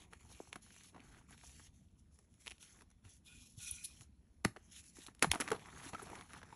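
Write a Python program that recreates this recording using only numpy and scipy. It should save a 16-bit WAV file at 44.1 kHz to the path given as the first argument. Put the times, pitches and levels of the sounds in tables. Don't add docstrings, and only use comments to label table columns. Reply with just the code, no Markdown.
import sys
import numpy as np
from scipy import signal
from scipy.io import wavfile
from scipy.ndimage import uniform_filter1d

SR = 44100
rng = np.random.default_rng(int(sys.argv[2]) if len(sys.argv) > 2 else 0)


def transcribe(u):
    v = np.clip(np.atleast_2d(u).T, -1, 1)
    q = np.round(v * 32767).astype(np.int16)
    wavfile.write(sys.argv[1], SR, q)


def convert_level_to_amplitude(level_db):
    exponent = np.asarray(level_db, float) / 20
    return 10 ** exponent


N = 288855

LEAD = 0.008
TOUCH_S, LIFT_S = 0.02, 0.03


def evened(x):
    return x / np.sqrt(np.mean(x ** 2) + 1e-20)


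def add(mix, s, sound):
    part = mix[round(s * SR):][:len(sound)]
    part += sound[:len(part)]


def coloured(x, points, size=4096):
    f, db = np.transpose(points)
    bin_hz = abs(np.fft.fftfreq(size, 1 / SR))
    log_gain = np.interp(np.log(bin_hz + 1), np.log(f), db) * np.log(10) / 20
    taps = np.fft.ifft(np.exp(np.conj(signal.hilbert(log_gain)))).real
    return signal.oaconvolve(x, taps[:size // 2])[:len(x)]


def resonate(x, hz, width):
    return signal.lfilter(*signal.iirpeak(min(hz, SR / 3), hz / width, SR), x)


def high_passed(x, order, hz):
    return signal.lfilter(*signal.butter(order, hz, "high", fs=SR), x)


def patchy(x, depth_db, bins=9, frames=14):
    z = signal.stft(x, SR, nperseg=512)[2]
    field = rng.standard_normal(z.shape[::-1]).T
    field = uniform_filter1d(field, int(bins), 0)
    field = uniform_filter1d(field, int(frames), 1)
    return signal.istft(z * convert_level_to_amplitude(depth_db * evened(field)), SR, nperseg=512)[1][:N]


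def grains(per_s, spread_db, flicker_db, flicker_s):
    clumps = evened(uniform_filter1d(rng.standard_normal(N), int(flicker_s * SR)))
    size = convert_level_to_amplitude(spread_db * np.minimum(rng.exponential(1, N), 5) + flicker_db * clumps)
    return size * rng.standard_normal(N) * (rng.random(N) < per_s / SR)


def knock(start_hz, end_hz, length):
    t = np.arange(int(length * SR) + 8) / SR
    hz = 1 / (1 / start_hz + (1 / end_hz - 1 / start_hz) * t / length)
    wave = np.sin(2 * np.pi * np.cumsum(hz) / SR) * np.sin(np.pi * (t / t[-1]) ** 0.58) ** 0.68
    return wave / abs(wave).max()


def stroke_gain(layer):
    # (full contact [s], length [s], pressure [dB], swell [dB], lumpiness [dB])
    rubs = [(0, 0.041, -66.5, -0.5, 2), (0.055, 0.029, -82, -7, 14), (0.117, 0.057, -71.5, -3, 0),
            (0.2, 0.072, -72, 1, 0), (0.294, 0.2, -63.5, -4.5, -6), (0.524, 0.071, -72.5, -9, 5.5),
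            (0.625, 0.27, -66.5, 2.5, -11), (.93, 0.095, -83, 4, 12), (1.023, 0.078, -72, 0, 3),
            (1.117, 0.074, -71.5, 0.5, 6.5), (1.21, 0.067, -80, -4, 4), (1.29, 0.053, -71, 6.5, -2),
            (1.376, 0.056, -69, 4, -11), (1.449, 0.22, -61, -3, -13.5), (1.742, 0.13, -73.5, -11.5, -26),
            (1.992, 0.027, -70.5, -16, -40), (2.126, 0.12, -73, -11, -42), (2.304, 0.1, -79, 0, -22),
            (2.406, 0.16, -65.5, -8, -26), (2.609, .12, -61.5, -5, -14.5), (2.745, 0.073, -73, 1.5, -1.5),
            (3.05, 0.031, -68.5, -0.5, -1.5), (3.095, 0.077, -64, -7, -39)]
    # (full contact [s], length [s], pressure [dB], swell [dB], lumpiness [dB])
    grips = [(3.26, 0.21, -64, -1, -17.5), (3.493, 0.098, -66.5, -4.5, -42),
             (3.59, 0.29, -53.5, -6.5, -23.5), (3.632, 0.048, -53.5, 5, -46), (3.884, .15, -67.5, 2, -12.5),
             (4.498, 0.33, -79.5, -5, -0.5), (4.644, 0.074, -76.5, 7, -26), (4.724, 0.076, -59.5, 6, -23),
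             (4.839, 0.063, -60.5, -5.5, -36), (4.914, 0.035, -74, 1, -23), (4.958, 0.084, -63, 4.5, -12),
             (5.072, 0.039, -70.5, -6.5, 6), (5.155, 0.076, -87, 13.5, 3), (5.336, 0.076, -64.5, -2, 8),
             (5.422, 0.14, -61.5, -3, 7.5), (5.58, 0.07, -68, 0, 7.5), (5.659, 0.051, -67, -2, 9),
             (5.724, 0.081, -65.5, 3.5, 6), (5.83, 0.062, -57.5, 1.5, 1.5), (5.927, 0.13, -66.5, 2, 7),
             (6.059, 0.16, -65.5, 0, 9.5), (6.236, 0.035, -70, -2, 4), (6.3, 0.09, -66, 0.5, 5),
             (6.405, 0.18, -76, 6, 5.5)]
    # (offset [dB], share of the lumpiness [1])
    layers = [
        (3, -0.0025),
        (-1, 0.19),
        (-2.1, 1),
    ]
    offset_db, share = layers[layer]
    t = np.arange(0, N, 32) / SR
    power = convert_level_to_amplitude(-89) ** 2
    for s, length, db, swell_db, lumps_db in rubs + grips:
        away = np.maximum(s - t, 0) / TOUCH_S + np.maximum(t - s - length, 0) / LIFT_S
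        swell = swell_db * np.clip((t - s) / length, 0, 1)
        power = power + convert_level_to_amplitude(db + offset_db + share * lumps_db + swell - 20 * away) ** 2
    return np.interp(np.arange(N) / SR, t, np.sqrt(power))


def hum():
    # (frequency [Hz], level per Hz [dB])
    hum_spectrum = [(12, -37.5), (20, -22.5), (71, -0.5), (137, -14.5), (179, -11.5), (248, -13.5),
                    (292, -21.5), (316, -19.5), (415, -32.5), (515, -29), (657, -32), (773, -44),
                    (934, -43), (1260, -53), (12900, -46.5), (16800, -86), (22000, -120)]
    rumble = evened(coloured(rng.standard_normal(N), hum_spectrum, size=8192))
    rumble = patchy(rumble, 1.7, bins=2, frames=25)
    rumble = patchy(rumble, 2.5, bins=3, frames=7)
    shake = evened(resonate(resonate(rng.standard_normal(N), 130, 150), 120, 260))
    return convert_level_to_amplitude(-65.5) * rumble + convert_level_to_amplitude(-23.5) * stroke_gain(2) ** 0.64 * shake


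def dust():
    # (frequency [Hz], level [dB])
    dust_spectrum = [(2500, -42.5), (4500, -10), (6500, 2), (10000, -4), (13000, -0.5)]
    return evened(coloured(grains(19000, 3.1, 2.03, 0.021), dust_spectrum))


def grit():
    # (frequency [Hz], level [dB])
    grit_spectrum = [(900, -27), (1900, -5.5), (3000, -2.5), (4500, -5), (6500, -11)]
    scrape = evened(coloured(grains(12000, 1.1, 2.1, 0.0093), grit_spectrum))
    t = np.arange(N) / SR
    held = (t > 3.24) & (t < 4.05)
    return np.where(held, high_passed(scrape, 4, 2250), scrape)


def crumbs(count=16):
    # (frequency [Hz], level [dB])
    crumb_spectrum = [(200, 3.5), (500, -9.5), (1200, -1.5), (2400, 1), (4000, -13.5), (8000, -39.5)]
    pitches, cycle_counts = np.geomspace(350, 2600, count), rng.uniform(1.0, 4.14, count)
    falls = 0
    for hz, cycles in zip(pitches, cycle_counts):
        impacts = grains(150, 2.1, 1.5, 0.012)
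        falls = falls + signal.oaconvolve(impacts, knock(1.433 * hz, 0.75 * hz, cycles / hz))[:N]
    return evened(coloured(falls, crumb_spectrum))


def crackle(count=8):
    pops = 0
    for hz in np.geomspace(900, 6000, count):
        splits = grains(25, 1.8, 3.6, 0.018)
        pops = pops + signal.oaconvolve(splits, knock(1.25 * hz, 0.42 * hz, 1.6 / hz))[:N]
    return evened(pops)


def block_ring():
    # (frequency [Hz], bandwidth [Hz], level [dB], start [s], damped from [s])
    block_modes = [(1450, 90, -11, 2.5, 3.45), (2470, 44, 2, 3.27, 3.49), (4030, 300, -3, 3.25, 3.5),
                   (1450, 70, -8.5, 3.59, 3.87), (2477, 49, 1, 3.59, 3.96), (3440, 290, -1, 2.8, 3.78),
                   (4060, 200, -1, 3.59, 4.2), (5930, 240, 3, 3.6, 3.9), (6960, 280, -3, 3.63, 2.8),
                   (1450, 500, 0, 0.98, 1.4), (2050, 370, 2, 2.63, 2.73), (5700, 520, 7, 3.09, 3.18),
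                   (4070, 770, 0.5, 4.74, 4.81)]
    t = np.arange(N) / SR
    ring = np.zeros(N)
    for hz, width, db, start, end in block_modes:
        mode = evened(resonate(grains(6000, 1.9, 3.3, 0.02), hz, width))
        ring += convert_level_to_amplitude(db) * mode * np.clip(np.minimum(t - start, end - t) / TOUCH_S, 0, 1)
    return ring


def powder():
    hiss = convert_level_to_amplitude(1.15) * stroke_gain(0) * dust()
    scrape = convert_level_to_amplitude(-0.1) * stroke_gain(1) * (grit() + convert_level_to_amplitude(-3.5) * block_ring())
    patter = stroke_gain(2) * (convert_level_to_amplitude(0.14) * crumbs() + convert_level_to_amplitude(-14.0) * crackle())
    return patchy(hiss + scrape + patter, 2.18, bins=7.9, frames=16)


def burst(x, rise, life):
    t = np.arange(len(x)) / SR - LEAD
    after = np.maximum(t + 0.001, 0)
    lead_in = convert_level_to_amplitude(-19.0) * np.exp(-abs(t) / 0.0021)
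    x = x * ((1 - np.exp(-(after / rise) ** 2)) * convert_level_to_amplitude(-60 * after / life) + lead_in)
    return x / abs(x).max()


def crack(db, body_db, treble_db, hz, t60):
    noise = rng.standard_normal(3000)
    middle = convert_level_to_amplitude(-4.0) * burst(resonate(noise[::-1], hz, 2.6 * hz), 0.0016, t60)
    add(middle, LEAD - 0.9 / hz, np.sign(noise[0]) * knock(1.6 * hz, 0.7 * hz, 2.4 / hz))
    treble = burst(high_passed(noise, 2, 5000), 0.00071, 0.9 * t60)
    body = burst(resonate(resonate(noise, 284, 660), 350, 1000), 0.0027, 1.32 * t60)
    return convert_level_to_amplitude(db) * (middle + convert_level_to_amplitude(treble_db - 0.5) * treble + convert_level_to_amplitude(body_db + 1.0) * body)


def cracks():
    # (time [s], peak [dB], centre [Hz], treble [dB])
    ticks = [(.1276, -53, 1240, 0), (.134, -43, 1830, 1.5), (.529, -34.5, 2600, -29), (.5581, -42, 1400, 3),
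             (.7058, -54, 1950, -15), (.764, -53.5, 1900, 7), (.9461, -55, 1150, -18),
             (.9625, -54, 1000, -24), (1.0035, -51.5, 2560, -23), (1.308, -59, 1230, 10.5),
             (1.3788, -54.5, 2460, 7), (1.4353, -58, 1020, -13), (1.5966, -52.5, 1720, -11),
             (2.1889, -65.5, 1290, 18), (2.3407, -64, 2880, 9.5), (2.4629, -45, 2600, 6),
             (2.4704, -35.5, 2320, -3), (2.4783, -32.5, 3120, -19), (2.498, -51, 2480, 7),
             (2.5078, -45.5, 2650, 11), (2.5128, -40.5, 2600, -8), (2.5193, -42, 2726, -8),
             (2.6281, -46.5, 3240, 2), (2.79, -59, 2000, -12), (2.8095, -55, 1600, 0),
             (2.82, -59, 1210, 12), (2.9027, -70, 1340, 16.5), (2.9134, -67, 1450, 14.5),
             (2.582, -56, 3045, -19), (3.0516, -57.5, 1770, 3), (4.0098, -51, 2610, 7),
             (4.017, -60.5, 1210, 12)]
    # (time [s], peak [dB],
    # centre [Hz], treble [dB])
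    chips = [(.199, -62, 2050, -7), (.303, -62, 830, -8), (.316, -59.5, 865, -8), (.474, -59, 940, -5),
             (.665, -58, 1320, -10), (.742, -58, 2370, 0), (.81, -55.5, 2120, -3), (.883, -75, 2230, 3),
             (.952, -59, 790, -20), (.979, -57, 800, -20), (1.052, -61, 1420, -5), (1.12, -64, 1510, -8),
             (1.147, -55, 1500, -11), (1.213, -62, 920, -15), (1.297, -60, 3030, -5),
             (1.327, -53, 2180, -10), (1.345, -61, 1200, -12), (1.391, -60, 2400, -5),
             (1.413, -54.5, 2190, -8), (1.495, -54, 2890, 0), (1.602, -57, 1360, -16),
             (4.4435, -69, 3500, 9), (5.2335, -28, 1300, -2), (5.365, -52, 700, -5), (5.563, -47, 980, -15),
             (5.595, -52, 2500, -12), (5.688, -54, 980, -12), (5.762, -64, 830, -10),
             (5.803, -60, 1070, -10), (5.815, -51, 990, -8), (5.879, -55, 2310, -5), (5.895, -52, 880, -8),
             (5.983, -49, 1330, -15), (6.019, -48, 820, -5), (6.117, -61, 1800, -10),
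             (6.133, -50.5, 850, -12), (6.1615, -50, 1200, -12), (6.257, -62, 1100, -14),
             (6.314, -60, 910, -8), (6.364, -51, 890, -12), (6.371, -57, 1510, -8), (6.437, -57, 990, -10),
             (6.505, -57, 1500, -10)]
    # (time [s], peak [dB], centre [Hz], treble [dB])
    snaps = [(4.4492, -23, 2400, 6.5), (4.4585, -38.5, 2320, -8), (4.4507, -21.5, 1570, -14),
             (4.5633, -44, 1210, -33), (4.5699, -48, 1850, -26), (4.9691, -56.5, 1450, 13),
             (4.9894, -70, 1600, 29), (5.0657, -39.5, 3960, -5), (5.0718, -50, 3820, 15.5),
             (5.0844, -47.5, 1340, -21), (5.05, -62, 2500, 3), (5.1494, -61, 1700, 16),
             (5.1946, -54, 2820, 9), (5.2253, -15, 2160, 6.5), (5.2283, -24.5, 2020, 12.5),
             (5.2314, -31, 1720, 18.5), (5.2384, -27.5, 1420, -15), (5.2447, -25, 1180, -23),
             (5.2476, -42, 1320, -9), (5.3162, -15, 3220, 2.5), (5.3355, -37.5, 960, -16),
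             (5.3424, -32.5, 1900, -15), (5.349, -40, 1290, 11.5), (5.357, -36.5, 1120, 1),
             (5.402, -30, 1480, 9), (5.407, -33, 1520, 11.5), (5.4099, -34, 1900, 12),
             (5.4146, -28, 2050, -1), (5.4206, -32, 1750, -23)]
    # (time [s], peak [dB], centre [Hz], treble [dB])
    splits = [(5.478, -30.5, 1870, -26), (5.486, -33, 1690, -6), (5.5044, -37, 1780, 3),
              (5.5171, -27, 1420, 0.5), (5.5285, -38, 810, -1), (5.5379, -53, 1420, -8),
              (5.5472, -44.5, 1010, -20), (5.6592, -47, 1970, -13), (5.8319, -56, 1210, -4),
              (5.854, -48, 1970, 1), (5.9335, -41.5, 990, -23), (5.9481, -38.5, 1300, -26),
              (5.9958, -45, 1390, -9), (6.028, -55, 1260, -8), (6.0695, -50, 920, 3), (6.1, -48, 1140, 2),
              (6.1544, -42, 2200, -25), (6.188, -51, 3600, -3), (6.211, -46, 3700, -4),
              (6.334, -46, 1950, 5), (6.34, -50, 1280, -2), (6.387, -59, 1700, -20),
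              (6.417, -50, 1420, -15), (6.4304, -45, 1540, -29), (6.49, -58, 1460, -19),
              (6.5277, -52.5, 1050, -28)]
    mix = np.zeros(N)
    # body re peak [dB] and t60 [s], both at 1.5 kHz
    kinds = (ticks, -3, 0.021), (chips, -10.5, 0.018), (snaps, -2.5, 0.013), (splits, -4, 0.018)
    for events, body_db, t60 in kinds:
        for s, db, hz, treble_db in events:
            pitch = hz / 1500
            lump_body_db = body_db - 13.5 * np.log2(pitch)
            add(mix, s - LEAD, crack(db, lump_body_db, treble_db, hz, t60 * pitch ** -0.63))
    return mix


def thuds():
    # (time [s], peak [dB], first pitch [Hz], last pitch [Hz], length [s])
    thud_events = [(0.997, -54, 322, 198, 0.019), (0.402, -37, 940, 240, 0.0062),
                   (0.559, -60, 289, 143, 0.012), (0.951, -55.5, 406, 186, 0.022),
                   (3.049, -55, 113, 67, 0.043), (3.577, -45, 138, 96, 0.015),
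                   (3.718, -48.5, 95, 56, 0.021), (4.001, -53, 153, 87, 0.027),
                   (4.452, -23, 440, 98, 0.012), (4.457, -47, 147, 99, 0.052),
                   (4.566, -49.5, 880, 294, 0.015), (4.985, -48.5, 444, 250, 0.0091),
                   (5.227, -29, 408, 224, 0.0093), (5.243, -36, 420, 240, 0.013),
                   (5.269, -36, 166, 148, 0.026), (5.293, -37, 84.5, 71, 0.04),
                   (5.333, -46.5, 385, 240, 0.035), (5.335, -37.5, 1200, 750, 0.0048),
                   (6.525, -52.5, 960, 850, .01), (6.025, -48, 480, 377, 0.013),
                   (5.861, -47, 350, 240, 0.014), (5.408, -35.5, 410, 189, 0.0094),
                   (5.515, -26, 490, 388, 0.016), (5.543, -38.5, 493, 406, 0.013),
                   (5.938, -57, 616, 296, 0.034), (5.95, -40, 1350, 1290, 0.0092),
                   (5.993, -46, 1450, 1230, 0.011), (6.024, -49.5, 516, 210, 0.013),
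                   (6.361, -54, 198, 108, 0.037)]
    mix = np.zeros(N)
    for s, db, start_hz, end_hz, length in thud_events:
        add(mix, s, convert_level_to_amplitude(db) * knock(start_hz, end_hz, length))
    return mix


def scuffs():
    # (time [s], peak [dB], length [s], lowest frequency [Hz])
    scuff_events = [
        (3.629, -40, 0.059, 5500),
        (3.672, -49, 0.042, 5460),
        (3.713, -21, 0.014, 8700),
        (3.852, -26.5, 0.038, 8700),
        (3.852, -32, 0.036, 3030),
        (6.031, -34.5, 0.024, 8000),
    ]
    mix = np.zeros(N)
    for s, db, length, hz in scuff_events:
        hiss = evened(high_passed(rng.standard_normal(int(length * SR)), 6, hz))
        swell = np.sin(np.pi * np.linspace(0, 1, len(hiss)) ** 0.87) ** 2.1
        add(mix, s - length / 2, convert_level_to_amplitude(db - 10.5) * hiss * swell)
    return mix


def squeaks():
    # (time [s], peak [dB], pitch [Hz], length [s])
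    squeak_events = [
        (5.303, -43, 2080, 0.007),
        (5.556, -56, 2030, 0.03),
    ]
    mix = np.zeros(N)
    for s, db, hz, length in squeak_events:
        t = np.arange(int(length * SR)) / SR
        tone = sum(g * np.sin(2 * np.pi * k * hz * t) for k, g in enumerate((0.3, 0.45, 0.15), 1))
        add(mix, s - length / 2, convert_level_to_amplitude(db) * np.hanning(len(t)) * tone)
    return mix


def room(x, t60=0.17):
    t = np.arange(SR // 4) / SR
    tail = rng.standard_normal(len(t)) * convert_level_to_amplitude(-60 * t / t60) * (t > 0.004)
    tail = coloured(tail, [(300, -8), (2000, -7), (10000, -2)])
    return signal.oaconvolve(x, tail / np.linalg.norm(tail))[:N]


def scene():
    near = powder() + cracks() + thuds() + scuffs() + squeaks()
    return (near + convert_level_to_amplitude(-14) * room(near) + hum())[None]


def starve(x):
    # (start [s], end [s])
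    starved_spans = [(.21, .3), (.36, .52), (.63, .76), (.85, 1.02), (1.1, 1.22), (1.3, 1.68), (2.66, 2.84),
                     (3.41, 3.54), (3.91, 4.02), (4.48, 4.53), (4.8, 4.93), (5.26, 5.31), (5.38, 5.4),
                     (5.425, 5.478), (5.57, 6.0), (6.06, 6.25), (6.34, 6.55)]
    hz, t, z = signal.stft(x, SR, nperseg=1024)
    hz = hz[:, None]
    on = sum((t > start) & (t < end) for start, end in starved_spans) > 0
    edges = rng.choice([0, 1], (2, len(t) // 6 + 1), p=[0.7, 0.3])
    low, high = np.repeat(edges, 6, axis=1)[:, :len(t)]
    hole = on & (hz > 8370 + 300 * low) & (hz < 9450 - 500 * high)
    narrow = (high < 1) & ((t < 1.32) | on & (t > 5.5) & (low < 1))
    hole |= narrow & (abs(hz - 4870) < 90)
    return signal.istft(np.where(hole, 0.034 * z, z), SR, nperseg=1024)[1][:N]


def roll_off(x):
    return signal.sosfilt(signal.butter(12, 13060, fs=SR, output="sos"), x)


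def record(dry):
    # (frequency [Hz], gain [dB])
    port_response = [(440, -2), (560, -6.5), (750, 1), (4550, -1), (4880, -9), (5200, 0), (8200, -5),
                     (8500, -13), (9300, -7.5), (9600, 0), (10100, 6), (11000, -3.5), (12000, -16),
                     (12300, -23), (12700, -42)]
    mix = starve(coloured(dry[0], port_response))[None]
    return roll_off(mix)


dry = scene()
out = record(dry)
transcribe(out)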